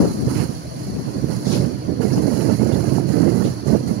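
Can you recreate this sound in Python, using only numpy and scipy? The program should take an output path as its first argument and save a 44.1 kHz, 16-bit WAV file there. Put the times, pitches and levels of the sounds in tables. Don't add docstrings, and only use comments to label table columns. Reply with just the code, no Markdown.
import sys
import numpy as np
from scipy import signal
from scipy.fft import rfft, irfft
from scipy.io import wavfile
from scipy.ndimage import uniform_filter1d, minimum_filter1d

SR = 44100
rng = np.random.default_rng(int(sys.argv[2]) if len(sys.argv) > 2 else 0)


def to_wav(s):
    ch = np.atleast_2d(s).T
    pcm = np.round(np.clip(ch, -1, 1) * 32767)
    wavfile.write(sys.argv[1], SR, pcm.astype(np.int16))


N = 176400
TIME = np.arange(N) / SR
HZ = np.fft.rfftfreq(N, 1 / SR)

# (time [s], level [dB])
GUST_LEFT = [(0.0, -9), (0.13, -22), (0.24, -16), (0.31, -26), (0.35, -20.5), (0.48, -52), (0.85, -25.5),
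             (0.99, -19), (1.11, -37), (1.18, -22), (1.27, -45), (1.51, -39), (1.56, -21), (1.61, -21.5),
             (1.65, -58), (2.13, -54), (2.18, -11.5), (2.24, -54), (3.41, -54), (3.46, -15), (3.52, -50),
             (3.84, -27), (3.86, -43), (4.0, -30)]
GUST_RIGHT = [(0, -13.5), (.13, -24.5), (.255, -27), (.28, -15), (.32, -21), (.36, -18.5), (.44, -15.5),
              (.47, -28.5), (0.494, -18.5), (.53, -28), (.67, -53), (.78, -31.5), (1.04, -32.5),
              (1.088, -17.5), (1.13, -31.5), (1.16, -17.5), (1.21, -24), (1.245, -16), (1.275, -24),
              (1.3, -16), (1.35, -22), (1.44, -27.5), (1.47, -16), (1.62, -14), (1.8, -26), (1.82, -36),
              (1.84, -28.5), (1.89, -15.5), (1.97, -23), (2, -16.5), (2.45, -15), (2.49, -12.5),
              (2.54, -12.5), (2.575, -22), (2.601, -13.5), (2.88, -16), (2.97, -13.5), (3.06, -18),
              (3.09, -15), (3.27, -13), (3.48, -14.5), (3.55, -28.5), (3.61, -27.5), (3.64, -25.5),
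              (3.669, -15), (3.75, -12), (3.81, -21.5), (3.91, -17), (3.96, -23), (4, -17.5)]
# (frequency [Hz], relative density [dB])
BUFFET_COLOUR = [(20, -52), (48, -42), (62, -18), (76, -8.5), (88, -11.5), (125, 2.5), (145, -2),
                 (200, 0.5), (300, -3), (450, -8.5), (700, -18.5), (1100, -37.5), (1800, -42), (2600, -60),
                 (3600, -59), (7000, -85)]
# (frequency [Hz], gain [dB])
SPILL_GAIN = [(40, -24), (75, -8), (125, -18), (250, -33), (600, -23), (2000, -36)]
# (time [s], relative peak [dB], pitch [Hz], rise [s], port [0 left, 1 right])
THUMP_EVENTS = [(0.005, 8, 243, 0.0034, 0), (0.03, -7, 275, 0.0051, 0), (0.058, -5, 332, 0.0015, 0),
                (.274, -9, 133, .005, 1), (0.286, -12, 335, 0.0018, 1), (.39, -11.5, 108, .02, 1),
                (0.658, -24.5, 596, 0.0033, 1), (0.994, -11.5, 169, 0.0057, 0), (1.081, -12, 140, .008, 1),
                (1.159, -17.5, 260, 0.0052, 1), (1.241, -17, 385, .003, 1), (1.301, -12.5, 194, 0.0042, 1),
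                (1.47, -5, 210, 0.0023, 1), (1.569, -8, 220, 0.0034, 1), (1.894, -13, 356, 0.0018, 1),
                (2.008, -8.5, 447, 0.0048, 1), (2.053, -5, 223, 0.0032, 1), (2.14, -6, 243, 0.0049, 1),
                (2.181, -9, 178, 0.0077, 1), (2.257, -6, 199, 0.0027, 1), (2.28, -3.5, 310, 0.0046, 1),
                (2.505, -20, 228, 0.0037, 1), (2.616, -5, 230, 0.0049, 1), (2.758, -4, 239, 0.0029, 1),
                (2.984, -2.5, 243, 0.0025, 1), (3.209, 1, 270, 0.0026, 1), (3.232, -1.5, 268, 0.0027, 1),
                (3.255, -9, 222, 0.0026, 1), (3.279, -3.5, 268, 0.0059, 1), (3.314, -9.5, 268, 0.0034, 1),
                (3.709, 0, 209, 0.0019, 1), (3.734, -2.5, 227, 0.0056, 1), (3.748, -13, 317, 0.0065, 1),
                (3.911, -7, 172, 0.0043, 1)]
# (frequency [Hz], relative density [dB])
THUMP_COLOUR = [(30, -47), (120, 0), (280, 6), (550, -2.5), (1000, -15), (2000, -37.5), (6000, -70)]
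# (time [s], relative level [dB])
HISS_LEFT = [(0.0, -38.5), (0.32, -40.5), (0.41, -39), (0.47, -40.5), (1.41, -41), (1.53, -27), (1.61, -33),
             (1.74, -42.5), (2.09, -42.5), (2.14, -32), (2.28, -41.5), (2.55, -36.5), (2.64, -44),
             (2.72, -38), (3.03, -43), (3.16, -43), (3.38, -45), (3.47, -38.5), (3.65, -41), (4.0, -41.5)]
HISS_RIGHT = [(0.0, -34), (0.27, -39.5), (0.3, -32.5), (0.44, -32), (0.47, -38), (0.71, -43), (0.81, -39),
              (0.96, -42.5), (1.11, -41.5), (1.26, -43), (1.32, -34.5), (1.42, -39.5), (1.53, -30.5),
              (1.61, -36.5), (1.73, -44), (2.0, -47), (2.02, -34), (2.21, -36.5), (2.39, -32.5), (2.6, -36),
              (2.97, -35), (3.06, -43), (3.09, -35), (3.32, -36.5), (3.4, -34), (3.49, -36), (3.65, -47.5),
              (3.68, -33), (3.86, -44), (3.88, -34.5), (4.0, -44)]
# (frequency [Hz], relative density [dB])
HISS_COLOUR = [(600, 4.5), (2200, -13), (3000, -18), (3800, -18.5), (4100, 1), (4450, 0), (5300, -2.5),
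               (6000, -2.5), (6500, -3), (7200, -2), (7700, -12), (7950, -35), (8400, -9.5), (9300, -4),
               (10500, -1), (11400, -3.5), (11950, -14), (12300, -47), (12750, -32), (13200, -15),
               (14300, -14.5), (15700, -18)]
# (frequency [Hz], gain [dB])
LEFT_SHADE = [(3000, 7), (5300, 9.5), (7200, -0.5), (9300, 3), (11400, -4.5), (14000, 3), (15500, -4)]
# (frequency [Hz], relative density [dB])
RUSTLE_COLOUR = [(400, -34), (900, 11), (1080, -6.5), (1300, 3), (1700, -3.5), (2050, -7), (2400, -6.5),
                 (2900, -3), (3500, -20), (4500, -21), (7000, -44)]
# (centre [Hz], width [Hz], level [dB])
RESONANCES = [(4480, 300, -48), (5890, 140, -53.5)]
# (start [s], length [s], left [dB], right [dB], centre [Hz], half-width [octaves])
NOISE_BURSTS = [(.005, 0.12, -42, -37.5, 850, .55), (0.288, 0.05, -49, -34.5, 940, 0.67),
                (0.347, 0.092, -47, -36, 1380, 1.12), (1.453, 0.15, -39.5, -37.5, 5000, 0.52),
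                (1.514, 0.063, -33.5, -37, 3770, 0.77), (1.642, 0.016, -47, -40, 1500, 0.92),
                (2.127, .025, -39, -32, 5330, 0.22), (2.72, 0.032, -57, -46, 3500, 0.087),
                (3.114, 0.21, -56, -43, 1570, 0.37), (3.44, 0.05, -44, -42, 3000, 0.67)]
# (low [Hz], high [Hz], rate [1/s], decay [cycles], size spread [dB], base level [dB])
GURGLE_BUBBLES = (848.5, 2152, 227, 16.5, 2.3, -38.5)
TRICKLE_BUBBLES = (4247, 6103, 202, 19, 9, -54)
# (frequency [Hz], relative density [dB])
WASH_COLOUR = [(20, -32), (48, -30), (75, -18), (95, -4), (125, 5), (210, -7.5), (290, -6.5), (450, -10.5),
               (700, -11), (850, -19), (1000, -17), (1200, -22.5), (2000, -29), (3000, -32), (3800, -37),
               (8000, -67)]
# (frequency [Hz], correlation [0..1])
WASH_CORRELATION = [(60, 0.24), (130, 0.17), (290, 1), (640, 0.93), (1400, 0.56), (3000, 0.0046)]
# (frequency [Hz], level [dB])
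ENGINE_LINES = [(41, -68), (76, -45), (120.5, -42.5), (301, -40.5)]

FULL_GUST_DB = -13


def buffet(gust, gain_db):
    eddy_db, eddy_hz, flutter_db, flutter_hz = 1.14, 24.7, 2.5, 64
    tilt_per_octave, tilt_above_hz = 0.58, 211
    force_db, eddies, shared_flutter = curve(gust), wobble(eddy_hz), wobble(flutter_hz)
    air = flecked(BUFFET_COLOUR, depth_db=2.5)
    steady_air = rfft(air / np.sqrt(uniform_filter1d(air ** 2, size=2600)))
    centres_hz, out = np.geomspace(60, 3840, 7), np.zeros(N)
    for hz, share in zip(centres_hz, np.eye(len(centres_hz))):
        band = irfft(steady_air * spectrum(np.c_[centres_hz, share], HZ), N)
        octaves = max(np.log2(hz / tilt_above_hz), 0)
        flutter = (shared_flutter + wobble(flutter_hz)) / np.sqrt(2)
        churn = unit(amp(eddy_db * eddies + flutter_db * min(octaves, 1) * flutter))
        tilt_db = tilt_per_octave * octaves * (force_db - FULL_GUST_DB)
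        out += band * churn * amp(force_db + tilt_db)
    return amp(gain_db) * out


def thumps(gain_db=-3.5, rough_db=-9, fall_per_rise=1.12):
    out = np.zeros((2, N))
    rough = amp(rough_db) * noise(spectrum(THUMP_COLOUR, HZ))
    for time_s, peak_db, hz, rise_s, port in THUMP_EVENTS:
        age_s = TIME - time_s
        width_s = np.where(age_s < 0, rise_s, rise_s * fall_per_rise)
        push = np.exp(-.5 * (age_s / width_s) ** 2)
        swing = np.sin(2 * np.pi * (hz * age_s + rng.random()))
        out[port] += amp(peak_db + gain_db) * push * (swing + rough)
    return out


def hiss(levels, gain_db, shade_db=0, flicker_db=0.98, flicker_hz=44.4):
    air = rfft(flecked(HISS_COLOUR, depth_db=3))
    shaded = unit(irfft(air * amp(shade_db), N))
    return shaded * amp(curve(levels) + gain_db + flicker_db * wobble(flicker_hz))


def rush_db(hiss_cap_db=-34.5):
    from_hiss_db = 1.42 * np.minimum(curve(HISS_RIGHT) - hiss_cap_db, 0)
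    from_gust_db = 0.65 * (curve(GUST_RIGHT) - FULL_GUST_DB)
    return from_hiss_db + from_gust_db


def rustle(base_db=-40.5, surge_db=3.5, surge_hz=20):
    air = flecked(RUSTLE_COLOUR, depth_db=6)
    return air * amp(base_db + rush_db() + surge_db * wobble(surge_hz))


def ringing(waver_db=3.5, waver_hz=16):
    out = np.zeros(N)
    for hz, width_hz, level_db in RESONANCES:
        band = noise(-10 * np.log10(1 + (2 * (HZ - hz) / width_hz) ** 4))
        out += band * amp(level_db + waver_db * np.tanh(wobble(waver_hz)))
    return out


def noise_bursts(rise_s=0.0022, grain_db=2.5, grain_hz=300):
    out = np.zeros((2, N))
    grain = np.array([unit(amp(grain_db * wobble(grain_hz))) for side in range(2)])
    for start_s, length_s, left_db, right_db, hz, half_octaves in NOISE_BURSTS:
        colour_db = -10 * np.log10(1 + (np.log2((HZ + 1) / hz) / half_octaves) ** 12)
        age_s = np.maximum(TIME - start_s, 0)
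        swell = (1 - np.exp(-age_s / rise_s)) * np.exp(-(age_s / length_s) ** 4)
        out += np.array([noise(colour_db), noise(colour_db)]) * amp([[left_db], [right_db]]) * swell
    return out * grain


def bubbles(low_hz, high_hz, per_s, decay_cycles, spread_db, level_db, glide_per_decay=.008):
    out, age_s = np.zeros(N), TIME[:SR // 12]
    pitches_hz = np.geomspace(low_hz, high_hz, 24)
    for hz in pitches_hz:
        decays = age_s * hz / decay_cycles
        envelope = (1 - np.exp(-4 * decays)) * np.exp(-decays)
        ring = envelope * np.sin(2 * np.pi * hz * age_s * (1 + glide_per_decay * decays / 2))
        births = rng.random(N) < per_s / len(pitches_hz) / SR
        sizes = amp(spread_db * np.minimum(rng.exponential(1, N), 3))
        out += signal.oaconvolve(births * sizes, ring)[:N]
    return amp(level_db) * unit(out)


def wavelets(gurgle_left_db=-16.5, trickle_left_db=-7.5):
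    gurgle = bubbles(*GURGLE_BUBBLES) * amp(rush_db()) * amp([[gurgle_left_db], [0]])
    trickle = np.array([bubbles(*TRICKLE_BUBBLES) for side in range(2)])
    return from_the_right(gurgle) + trickle * amp([[trickle_left_db], [0]])


def wash(left_db=-33, right_db=-32):
    left, independent = (rfft(flecked(WASH_COLOUR, depth_db=7.5)) for side in range(2))
    correlation = spectrum(WASH_CORRELATION, HZ)
    right = correlation * left + np.sqrt(1 - correlation ** 2) * independent
    return irfft(np.array([left, right]), N) * amp([[left_db], [right_db]])


def engine(pitch_wander=0.016, wander_hz=5.7, swell_db=13.5):
    out = np.zeros(N)
    for hz, level_db in ENGINE_LINES:
        turns = np.cumsum(hz * (1 + pitch_wander * wobble(wander_hz))) / SR
        swell = amp(swell_db * np.tanh(wobble(wander_hz)))
        out += amp(level_db) * unit(np.sin(2 * np.pi * turns) * swell)
    return out


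def from_the_right(pair, lag_s=0.00051):
    late_left = irfft(rfft(pair[0]) * np.exp(-2j * np.pi * HZ * lag_s), N)
    return np.array([late_left, pair[1]])


def amp(db):
    return 10 ** (np.asarray(db) / 20)


def unit(x):
    return x / np.sqrt(np.mean(x ** 2) + 1e-20)


def spectrum(points, hz):
    points_hz, values = np.transpose(points)
    return np.interp(np.log(hz + 1), np.log(points_hz + 1), values)


def curve(points):
    return np.interp(TIME, *np.transpose(points))


def noise(colour_db):
    return unit(irfft(rfft(rng.standard_normal(N)) * amp(colour_db), N))


def wobble(rate_hz):
    lowpass_db = -10 * np.log10(1 + (HZ / rate_hz) ** 4)
    highpass_db = -10 * np.log10(1 + (rate_hz / 4 / (HZ + 1e-3)) ** 4)
    return noise(lowpass_db + highpass_db)


def flecked(colour, depth_db):
    real, imag, field = rng.standard_normal((3, 513, N // 256 + 5))
    patches = uniform_filter1d(uniform_filter1d(field, size=3, axis=0), size=6, axis=1)
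    flecks = amp(depth_db * np.tanh(2 * unit(patches)))
    white = signal.istft((real + 1j * imag) * flecks, nperseg=1024, noverlap=768)[1][:N]
    return unit(irfft(rfft(white) * amp(spectrum(colour, HZ)), N))


def scene():
    right_gusts = buffet(GUST_RIGHT, gain_db=0.72)
    spill = irfft(rfft(right_gusts) * amp(spectrum(SPILL_GAIN, HZ)), N)
    gusts = np.array([spill, right_gusts])
    left = buffet(GUST_LEFT, gain_db=-1)
    left += hiss(HISS_LEFT, gain_db=-4, shade_db=spectrum(LEFT_SHADE, HZ))
    right = hiss(HISS_RIGHT, gain_db=0.55) + rustle() + ringing()
    at_ports = np.array([left, right]) + thumps()
    return at_ports + from_the_right(gusts + wash() + engine()) + noise_bursts() + wavelets()


def record(dry, fade_in_s=.004, low_cut_hz=38, ceiling=.93, high_cut_hz=15850):
    highpass = signal.butter(3, low_cut_hz, "high", fs=SR, output="sos")
    cut = signal.sosfilt(highpass, dry * np.minimum(TIME / fade_in_s, 1))
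    gain = minimum_filter1d(ceiling / np.maximum(abs(cut), ceiling), size=301)
    limited = cut * uniform_filter1d(uniform_filter1d(gain, size=151), size=151)
    lowpass = signal.firwin(511, high_cut_hz, window=("kaiser", 9), fs=SR)
    return signal.oaconvolve(limited, lowpass[None], "same")


dry = scene()
out = record(dry)
to_wav(out)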